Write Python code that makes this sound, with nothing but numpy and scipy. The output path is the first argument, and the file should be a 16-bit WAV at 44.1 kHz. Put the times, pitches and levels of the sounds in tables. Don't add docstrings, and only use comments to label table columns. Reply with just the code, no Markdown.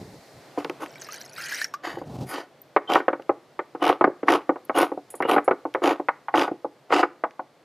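import sys
import numpy as np
from scipy import signal
from scipy.fft import rfft, irfft
from scipy.io import wavfile
from scipy.ndimage import uniform_filter1d

SR = 44100
rng = np.random.default_rng(int(sys.argv[2]) if len(sys.argv) > 2 else 0)


def unload_audio(sound):
    columns = np.transpose(np.atleast_2d(sound))
    steps = np.round(np.clip(columns, -1, 1) * 32767)
    wavfile.write(sys.argv[1], SR, steps.astype(np.int16))


N = 336952
TIME = np.arange(N) / SR


def from_db(db):
    return 10 ** (np.asarray(db) / 20)


def rms_one(x):
    return x / np.sqrt(np.mean(x ** 2) + 1e-20)


def unit_energy(x):
    return x / np.sqrt(np.sum(x ** 2) + 1e-20)


def add(out, s, sound):
    at = max(round(s * SR), 0)
    out[at:at + len(sound)] += sound[:N - at]


def coloured(x, points, size=2048):
    hz, db = np.transpose(points)
    grid = np.maximum(np.arange(size // 2 + 1) * SR / size, 1)
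    log_gain = np.log(from_db(np.interp(np.log(grid), np.log(hz), db)))
    cepstrum = irfft(log_gain)
    cepstrum[1:size // 2] *= 2
    cepstrum[size // 2 + 1:] = 0
    response = irfft(np.exp(rfft(cepstrum)))
    return signal.fftconvolve(x, response)[:len(x)]


def dying(t, t60):
    return np.exp(-np.log(1000) * t / t60)


def stroke(start, end, rise_s, fall_s):
    onset = dying(np.clip(start - TIME, 0, 1), rise_s)
    return onset * dying(np.clip(TIME - end, 0, 1), fall_s)


def along(curve, axis):
    rows = np.array(curve)
    return from_db(np.interp(TIME, rows[:, 0], rows[:, axis], left=-200))


def drift(rate):
    return np.interp(TIME * rate, np.arange(4096), rng.standard_normal(4096))


def grains(per_s, spread_db):
    sizes = from_db(spread_db * np.minimum(rng.exponential(1, N), 4))
    sizes = sizes * rng.choice([-1, 1], N)
    return sizes * (rng.random(N) < per_s / SR)


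def resonate(x, table):
    out = x.copy()
    for hz, width_hz, db in table:
        r = np.exp(-np.pi * width_hz / SR)
        feed = np.array([1, 0, -1]) * (1 - r * r) / 2
        back = [1, -2 * r * np.cos(2 * np.pi * hz / SR), r * r]
        out += from_db(db) * signal.lfilter(feed, back, x + 1e-18)
    return out


# f/Hz, width/Hz, level over the direct sound/dB
CAN_MODES = [(291, 13.7, 3.5), (334.5, 67, 3), (454, 21, -8.5), (528, 56, -6.5), (734.7, 27, -3),
             (780, 61, -5.5), (865, 91, -8), (1150, 166, -2.5), (1273, 92, -0.5), (1467, 55, 7),
             (1590, 106, 2), (1845, 160, 3.5), (2080, 80, -30), (2190, 210, -9.5), (2790, 94, -18),
             (4900, 110, -8), (8940, 50, 2.5), (9500, 230, 7), (9800, 240, 7.5)]


def can(x):
    return resonate(x, CAN_MODES)


def blow(t, chatter_db, t60, build_s=0.005):
    chatter = rng.standard_normal(len(t)) * dying(t, t60) * (1 - dying(t, build_s))
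    force = from_db(chatter_db) * unit_energy(chatter)
    force[0] += 1
    return force


# start t/s, end t/s, time per tooth/s, hardest tooth level/dB, its place in the turn (0-1),
# can rumble level/dB, hiss level/dB, top treble gain/dB
TURNS = [(2.9006, 2.968, 0.017, -1, 0.7, -21, -40.5, -3.5),
         (3.8253, 3.913, 0.013, -2.5, 0.46, -19.5, -41.5, -2.5),
         (4.2884, 4.35, 0.0158, -1.5, 0.54, -17, -36.5, -4.5),
         (4.7622, 4.831, 0.013, -3.5, 0.46, -17, -37, 6.5), (5.291, 5.34, 0.021, -2, 0.5, -18, -39.5, 3),
         (5.838, 5.912, 0.0178, -2, 0.47, -18, -38, -4.5),
         (6.355, 6.432, 0.019, -1, 0.46, -19.5, -33.5, -8.5), (6.922, 7.004, 0.02, -1, 0.23, -19, -31, -13)]
# t/s, level before single_db/dB
SINGLE_SNAPS = [(0.6449, -20.5), (0.6955, -20), (0.8594, -27.5), (3.2207, -40), (5.222, -31), (5.7388, -28),
                (6.4171, -17), (7.3073, -39)]
# f/Hz, relative level/dB
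TOOTH_COLOUR = [(200, 0.5), (800, 2), (3000, 19), (4200, 4.5), (5500, 6), (8400, -11.5), (12000, -1.5),
                (15000, -11.5)]


def teeth(single_db=11.5, delay_s=0.001242, ease_db=25.5, scatter_db=1.0):
    out, t = np.zeros(N), TIME[:SR // 10]
    snaps = [(s, db + single_db) for s, db in SINGLE_SNAPS]
    for start, end, tooth_s, db, hardest, *_ in TURNS:
        s = np.arange(start, end, tooth_s)
        away = (s - start) / (end - start) - hardest
        levels = db - ease_db * away ** 2 + scatter_db * rng.standard_normal(len(s))
        snaps += zip(s, levels)
    for s, db in snaps:
        force = blow(t, chatter_db=24.0, t60=0.014, build_s=0.00079)
        snap = unit_energy(can(coloured(force, TOOTH_COLOUR)))
        add(out, s + delay_s, from_db(db) * snap)
    return out


# start t/s, end t/s, rise/s, fall/s,
# can rumble level/dB, hiss level/dB, top treble gain/dB
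SCRAPES = [(0.586, 0.588, 0.064, 0.16, -30.5, -39.5, -8), (0.82, 0.841, 0.086, 0.12, -32, -43, -0.5),
           (1.842, 1.875, 0.035, 0.41, -33, -35.5, -14), (2.292, 2.324, 0.1, 0.12, -42, -45, 11),
           (2.335, 2.392, 0.1, 0.18, -33.5, -39, -10)]
TURN_RISE_S, TURN_FALL_S = 0.047, 0.14


def slides():
    turns = [(start, end, TURN_RISE_S, TURN_FALL_S, rumble_db, hiss_db, top_db)
             for start, end, *_, rumble_db, hiss_db, top_db in TURNS]
    return list(SCRAPES) + turns


def steel(x, t60=0.024):
    t = TIME[:SR // 10]
    ringing = unit_energy(rng.standard_normal(len(t)) * dying(t, t60))
    return x / 2 + 0.86 * signal.oaconvolve(x, ringing)[:N]


# f/Hz, relative level/dB
RUMBLE_COLOUR = [(40, -80.5), (120, -16), (230, -10), (300, 4.5), (450, 3.5), (630, 3.5), (850, 4),
                 (1300, -2.5), (1650, -18.5), (2800, -12.5), (4000, -20.5), (9000, -70.5)]
HISS_COLOUR = [(500, -22), (1500, 8), (3000, 9), (4000, 2.5), (5500, 4), (7300, 0), (8400, -9),
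               (10000, -4.5), (12500, 1.5), (15000, -19)]
# f/Hz, width/Hz, level over the direct sound/dB
LID_MODES = [(726, 4.4, 5), (1494, 5.4, 11), (2964, 45, -9.5), (4730, 150, -3)]


def grind(slips_per_s=1800, tears_per_s=7000, uneven_db=3.0, hiss_fall_share=0.9):
    jerk = from_db(uneven_db * drift(220))
    slips = jerk * grains(slips_per_s, spread_db=3.0)
    rumble = resonate(can(coloured(slips, RUMBLE_COLOUR)), LID_MODES)
    rumble /= np.sqrt(uniform_filter1d(rumble ** 2, SR // 25))
    tears = jerk * grains(tears_per_s, spread_db=2.5)
    hiss = rms_one(resonate(can(coloured(tears, HISS_COLOUR)), LID_MODES))
    out = np.zeros(N)
    for start, end, rise_s, fall_s, rumble_db, hiss_db, _ in slides():
        out += from_db(rumble_db) * rumble * stroke(start, end, rise_s, fall_s)
        tearing = hiss * stroke(start, end, rise_s, hiss_fall_share * fall_s)
        out += from_db(hiss_db) * steel(tearing)
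    return out


def shrillness(x, edge_hz=8200):
    start, end, *_, top_db = np.transpose(slides())
    top = signal.sosfiltfilt(signal.butter(4, edge_hz, "high", fs=SR, output="sos"), x)
    gain = from_db(np.interp(TIME, (start + end) / 2, top_db))
    return x + (gain - 1) * top


def band(x, hz, width_hz):
    edges = [hz - width_hz / 2, hz + width_hz / 2]
    return signal.sosfilt(signal.butter(2, edges, "band", fs=SR, output="sos"), x)


# start t/s, end t/s, level/dB, f/Hz
SQUEAKS = [(2.877, 2.938, -38.5, 3110), (3.816, 3.865, -38.5, 2930), (4.747, 4.775, -42, 2900),
           (5.242, 5.267, -41.5, 2866)]


def squeaks(width_hz=70.0, rasp_db=-11.0):
    out = np.zeros(N)
    for start, end, db, hz in SQUEAKS:
        slips = grains(2500, spread_db=0.5) + 1e-18
        tone = band(slips, hz, width_hz)
        rasp = rms_one(band(slips, hz, 10 * width_hz))
        tone /= np.sqrt(np.abs(uniform_filter1d(tone ** 2, SR // 50)) + 1e-12)
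        envelope = stroke(start, end, rise_s=0.011, fall_s=0.07)
        out += from_db(db) * envelope * (tone + from_db(rasp_db) * rasp)
    return out


# t/s, level before level_db/dB, bass share/dB, treble share/dB
KNOCKS = [(0.574, -13.5, -9, -40), (0.645, -18.5, -8, -14), (0.695, -17.5, -10.5, -16.5),
          (1.969, -20.5, -13, -48), (2.014, -23, -14, -43), (2.762, -1.5, -18, -11), (2.955, -1, -21, -17),
          (3, -17, -9.5, -7.5), (3.08, -4, -17.5, -17), (3.129, -13, -18, -18.5), (3.194, -27, -10, -23),
          (3.292, -4.5, -18.5, -29), (3.59, -13.5, -15, -11.5), (3.748, -19.5, -12.5, -20.5),
          (3.896, -4.5, -21, -27), (4.009, -3, -16, -25), (4.04, -0.5, -15, -22.5), (4.072, -7.5, -7, -32),
          (4.229, -14.5, -1, -11), (4.281, -3.5, -41, -9), (4.491, -4, -19.5, -29.5),
          (4.557, -22.5, -22, -29), (4.694, -10.5, -26.5, -28), (4.916, -14.5, -12, -37),
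          (4.973, -19, -10.5, -50), (5.139, -25, -14, -23), (5.202, -11, -18, -29), (5.223, -12.5, -10, -1),
          (5.25, -11.5, -15.5, -23.5), (5.362, -3.5, -15, -25), (5.379, -6, -15, -18),
          (5.477, -2.5, -17, -26), (5.509, -5.5, -13, -18.5), (5.651, -13.5, -13, -36),
          (5.747, -9.5, -17.5, -20.5), (5.818, -15, -12, -28), (5.996, -14, -15, -40),
          (6.084, -6, -35, -17), (6.282, -16, -36, -22), (6.339, -4, -17, -17), (6.477, -15, -24, -27),
          (6.512, -14.5, -6, -47), (6.644, -14, -15.5, -48), (6.903, -16, -11, -9), (6.923, -6, -23, -12),
          (7.029, -3.5, -20, -15.5), (7.236, -9, -30, -28), (7.392, -17.5, -26, -33)]
# f/Hz, relative level/dB
KNOCK_COLOUR = [(40, -73.5), (120, -13.5), (220, -9), (300, 1.5), (500, 7), (630, 3.5), (850, 3.5),
                (1300, -6), (1650, -15.5), (2200, -15.5), (2500, -21.5), (3500, -34), (6000, -59.5),
                (12000, -76)]


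def knocks(level_db=18.0, delay_s=0.0016, hard_slope=0.75, rebound_s=0.02, rebound_db=-13.5, rebound_cut_hz=740):
    out, t = np.zeros(N), TIME[:SR // 5]
    usual_bass, usual_treble = np.median(KNOCKS, axis=0)[2:]
    soft = signal.butter(2, rebound_cut_hz, fs=SR, output="sos")
    for s, db, bass_db, treble_db in KNOCKS:
        force = blow(t, chatter_db=7.0, t60=0.042)
        slow_chatter = unit_energy(rng.standard_normal(len(t)) * dying(t, t60=0.075))
        force += from_db(-0.5) * coloured(slow_chatter, [(1300, 3), (3200, -15)])
        hard = hard_slope * (treble_db - usual_treble)
        contact = [(380, bass_db - usual_bass), (850, 0.0029), (1900, hard), (4500, hard)]
        struck = coloured(coloured(force, KNOCK_COLOUR), contact)
        knock = from_db(db + level_db) * unit_energy(can(struck))
        add(out, s + delay_s, knock)
        fall_back = from_db(rebound_db) * signal.sosfilt(soft, knock)
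        add(out, s + rebound_s * rng.uniform(0.7, 1.4), fall_back)
    return out


def bubble(hz, cycles, rise, longest_s=0.07):
    t60 = min(cycles / hz, longest_s)
    t = TIME[:int(t60 * SR) + 2]
    return np.sin(2 * np.pi * hz * t * (1 + rise * t / t60)) * dying(t, t60)


# t/s, bubble level/dB, spray level/dB
POUR = [(0.88, -57.5, -56.5), (0.99, -54, -56), (1.006, -53, -45), (1.106, -45, -53.5), (1.12, -51.5, -37),
        (1.13, -42.5, -42.5), (1.308, -58, -54), (1.386, -38, -42), (1.595, -36.5, -37)]
POUR_STOP_S, POUR_FALL_S = 1.625, 0.16


def stream(axis):
    return along(POUR, axis) * dying(np.clip(TIME - POUR_STOP_S, 0, 1), POUR_FALL_S)


def fizz(low_hz, high_hz, cycles, count):
    out = np.zeros(N)
    born = np.cumsum(stream(axis=1) ** 0.8)
    for when, pitch, size, depth in rng.random((count, 4)):
        hz = low_hz * (high_hz / low_hz) ** pitch
        s = np.searchsorted(born, when * born[-1]) / SR
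        add(out, s, from_db(-20 * size) * bubble(hz, cycles, rise=0.08 * depth))
    return out / np.sqrt(np.abs(uniform_filter1d(out ** 2, SR // 20)) + 1e-6)


# t/s, level before drop_db or splash_db/dB, starting bubble f/Hz
DROPS = [(0.9558, -34.5, 2240), (1.0181, -25.5, 6030), (1.0445, -31, 5140), (1.0874, -29, 1200),
         (1.1222, -27, 6130), (1.1414, -27, 5770), (1.2131, -26.5, 5650), (1.2605, -34, 5160),
         (1.4386, -24, 4800), (1.5214, -19.5, 1630), (1.5446, -19, 5500), (1.615, -15.5, 1714),
         (1.6429, -13, 5460), (1.7384, -19, 1130)]
# f/Hz, relative level/dB
SPRAY_COLOUR = [(200, -20), (700, -61), (1500, 11), (3300, -9), (5500, 2), (9000, -18), (15000, -12)]


def juice(bubble_db=-3.5, fine_db=-3.0, spray_db=-10.5, drop_db=-2.5, splash_db=-9.5):
    out = from_db(bubble_db) * stream(axis=1) * fizz(1363, 3270, cycles=100, count=700)
    spray = from_db(spray_db) * rms_one(coloured(grains(3600, spread_db=6), SPRAY_COLOUR))
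    fine = fizz(3810, 7050, cycles=76, count=380)
    fine += from_db(-5.5) * fizz(7420, 14400, cycles=150, count=420)
    out += stream(axis=2) * (spray + from_db(fine_db) * fine)
    t = TIME[:SR // 20]
    for (s, db, hz), depth in zip(DROPS, rng.random(len(DROPS))):
        drop = bubble(hz, cycles=92, rise=0.065 + 0.1 * depth)
        add(out, s + 0.00101, from_db(db + drop_db) * drop)
        splash = coloured(rng.standard_normal(len(t)) * dying(t, t60=0.052), SPRAY_COLOUR)
        add(out, s, from_db(db + splash_db) * splash)
    return signal.sosfilt(signal.butter(2, 450, "high", fs=SR, output="sos"), out)


def gulp(start_s=1.38, end_s=1.62, level_db=-42, start_hz=1490, climb_hz_per_s=2680, count=60, pitch_scatter=0.144):
    out = np.zeros(N)
    for when, pitch, size in rng.random((count, 3)):
        age = when * (end_s - start_s)
        hz = (start_hz + climb_hz_per_s * age) * (1 + pitch_scatter * (2 * pitch - 1))
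        add(out, start_s + age, from_db(level_db + 10 * size) * bubble(hz, cycles=90, rise=0.08))
    return out


# t/s, level before clink_db/dB
CLINKS = [(5.1025, -28.5), (5.1523, -33.5), (5.444, -37)]
# f/Hz, mean relative level/dB, t60 before ring_stretch/s
CLINK_MODES = [(6940, -8, 0.035), (7920, -8.5, 0.032), (8796, -9, 0.063), (9860, -6, 0.069),
               (10500, -16, 0.12), (10860, -0.5, 0.061), (12100, -15, 0.067), (13000, -6, 0.027)]
# t/s, level before pip_db/dB, f/Hz
PIPS = [(2.617, -33, 13200), (4.6505, -38.5, 11500), (4.785, -15.5, 9550)]


def clinks(clink_db=-9.0, pip_db=-5.0, ring_stretch=1.8, shimmer_db=-8.0):
    out, t = np.zeros(N), TIME[:SR // 3]
    shimmer_colour = [(2500, -8), (6000, -16), (8000, -1), (13000, -6), (15000, -20)]
    for s, db in CLINKS:
        modes = np.zeros(len(t))
        for hz, mode_db, t60 in CLINK_MODES:
            gain = from_db(mode_db + rng.normal(0, 2.0))
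            modes += gain * np.sin(2 * np.pi * hz * t) * dying(t, ring_stretch * t60)
        shimmer = rms_one(coloured(rng.standard_normal(len(t)), shimmer_colour)) * dying(t, t60=0.1)
        soft_touch = 1 - dying(t, t60=0.0032)
        add(out, s, from_db(db + clink_db) * (modes + from_db(shimmer_db) * shimmer) * soft_touch)
    for s, db, hz in PIPS:
        pip_colour = [(hz * 0.67, -35), (hz, 0), (hz * 1.42, -25)]
        pip = rms_one(coloured(rng.standard_normal(len(t)), pip_colour))
        add(out, s, from_db(db + pip_db) * pip * dying(t, t60=0.023))
    return out


# start t/s, end t/s, level/dB
CLOTH = [(0.02, 0.014, -35.5), (0.07, 0.168, -46), (0.35, 0.386, -51.5), (1.917, 2.02, -50),
         (2.08, 2.154, -36.5), (2.206, 2.235, -33)]
# f/Hz, relative level/dB
CLOTH_COLOUR = [(30, -10), (70, -2.5), (140, 5.5), (300, -3.5), (800, -9.5), (1600, -32.5), (5000, -32),
                (12000, -44.5)]


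def cloth(rise_s=0.16, fall_s=0.19, lumpy_db=3.0, pressing_db=0.5):
    pressure = sum(from_db(db) * stroke(start, end, rise_s, fall_s) for start, end, db in CLOTH)
    lumps = from_db(lumpy_db * drift(90) + pressing_db * drift(30.42))
    return pressure * rms_one(coloured(rng.standard_normal(N) * lumps, CLOTH_COLOUR))


# f/Hz, relative level/dB
PATIO_COLOUR = [(100, -11.5), (400, -10.5), (1000, -13.5), (2000, -9.5), (4000, -15), (12000, -14)]


def patio(x, t60=0.36, build_s=0.0066):
    t = TIME[:SR // 2]
    echoes = unit_energy(rng.standard_normal(len(t)) * dying(t, t60) * (1 - np.exp(-t / build_s)))
    return signal.fftconvolve(x, coloured(echoes, PATIO_COLOUR))[:N]


# t/s, low murmur level/dB, high hiss level/dB
AIR = [(0.0, -56, -57), (0.64, -48, -59), (1.38, -51, -68.5), (2.3, -58, -74.5), (2.47, -56, -68.5),
       (5.49, -56.5, -66.5), (7.64, -58.5, -70.5)]
# f/Hz, relative level/dB
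AIR_LOW = [(30, -31), (100, -11.5), (142, 1.5), (185, -10), (260, -3), (650, -1), (900, -7), (1400, -13),
           (2400, -18), (3500, -19.5), (7000, -47)]
AIR_HIGH = [(900, -10), (2000, 3.5), (3000, -10.5), (4200, 1.5), (5600, -3.5), (8000, -8), (12000, -12.5),
            (15500, -15)]


def garden(low_db=0.0, high_db=0.0):
    low = along(AIR, axis=1) * rms_one(coloured(rng.standard_normal(N), AIR_LOW))
    high = along(AIR, axis=2) * rms_one(coloured(rng.standard_normal(N), AIR_HIGH))
    return from_db(low_db) * low + from_db(high_db) * high


def scene():
    opener = knocks() + shrillness(teeth() + grind()) + squeaks()
    direct = opener + juice() + gulp() + clinks()
    mid = direct + from_db(-10.5) * patio(direct) + cloth() + garden()
    smear_colour = [(600, -70), (2000, -56.5), (5000, -47.0), (12000, -20.5)]
    smear = coloured(patio(direct, t60=0.06, build_s=0.002), smear_colour)
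    floor = from_db(-16) * garden(low_db=0.5, high_db=9.0)
    side = smear + floor
    return np.array([mid + side, mid - side])


def record(dry, low_cut_hz=62, high_cut_hz=15100, full_scale=0.95):
    rounded = full_scale * np.tanh(dry / full_scale)
    thinned = signal.sosfilt(signal.butter(2, low_cut_hz, "high", fs=SR, output="sos"), rounded)
    return signal.sosfiltfilt(signal.butter(16, high_cut_hz, fs=SR, output="sos"), thinned)


dry = scene()
out = record(dry)
unload_audio(out)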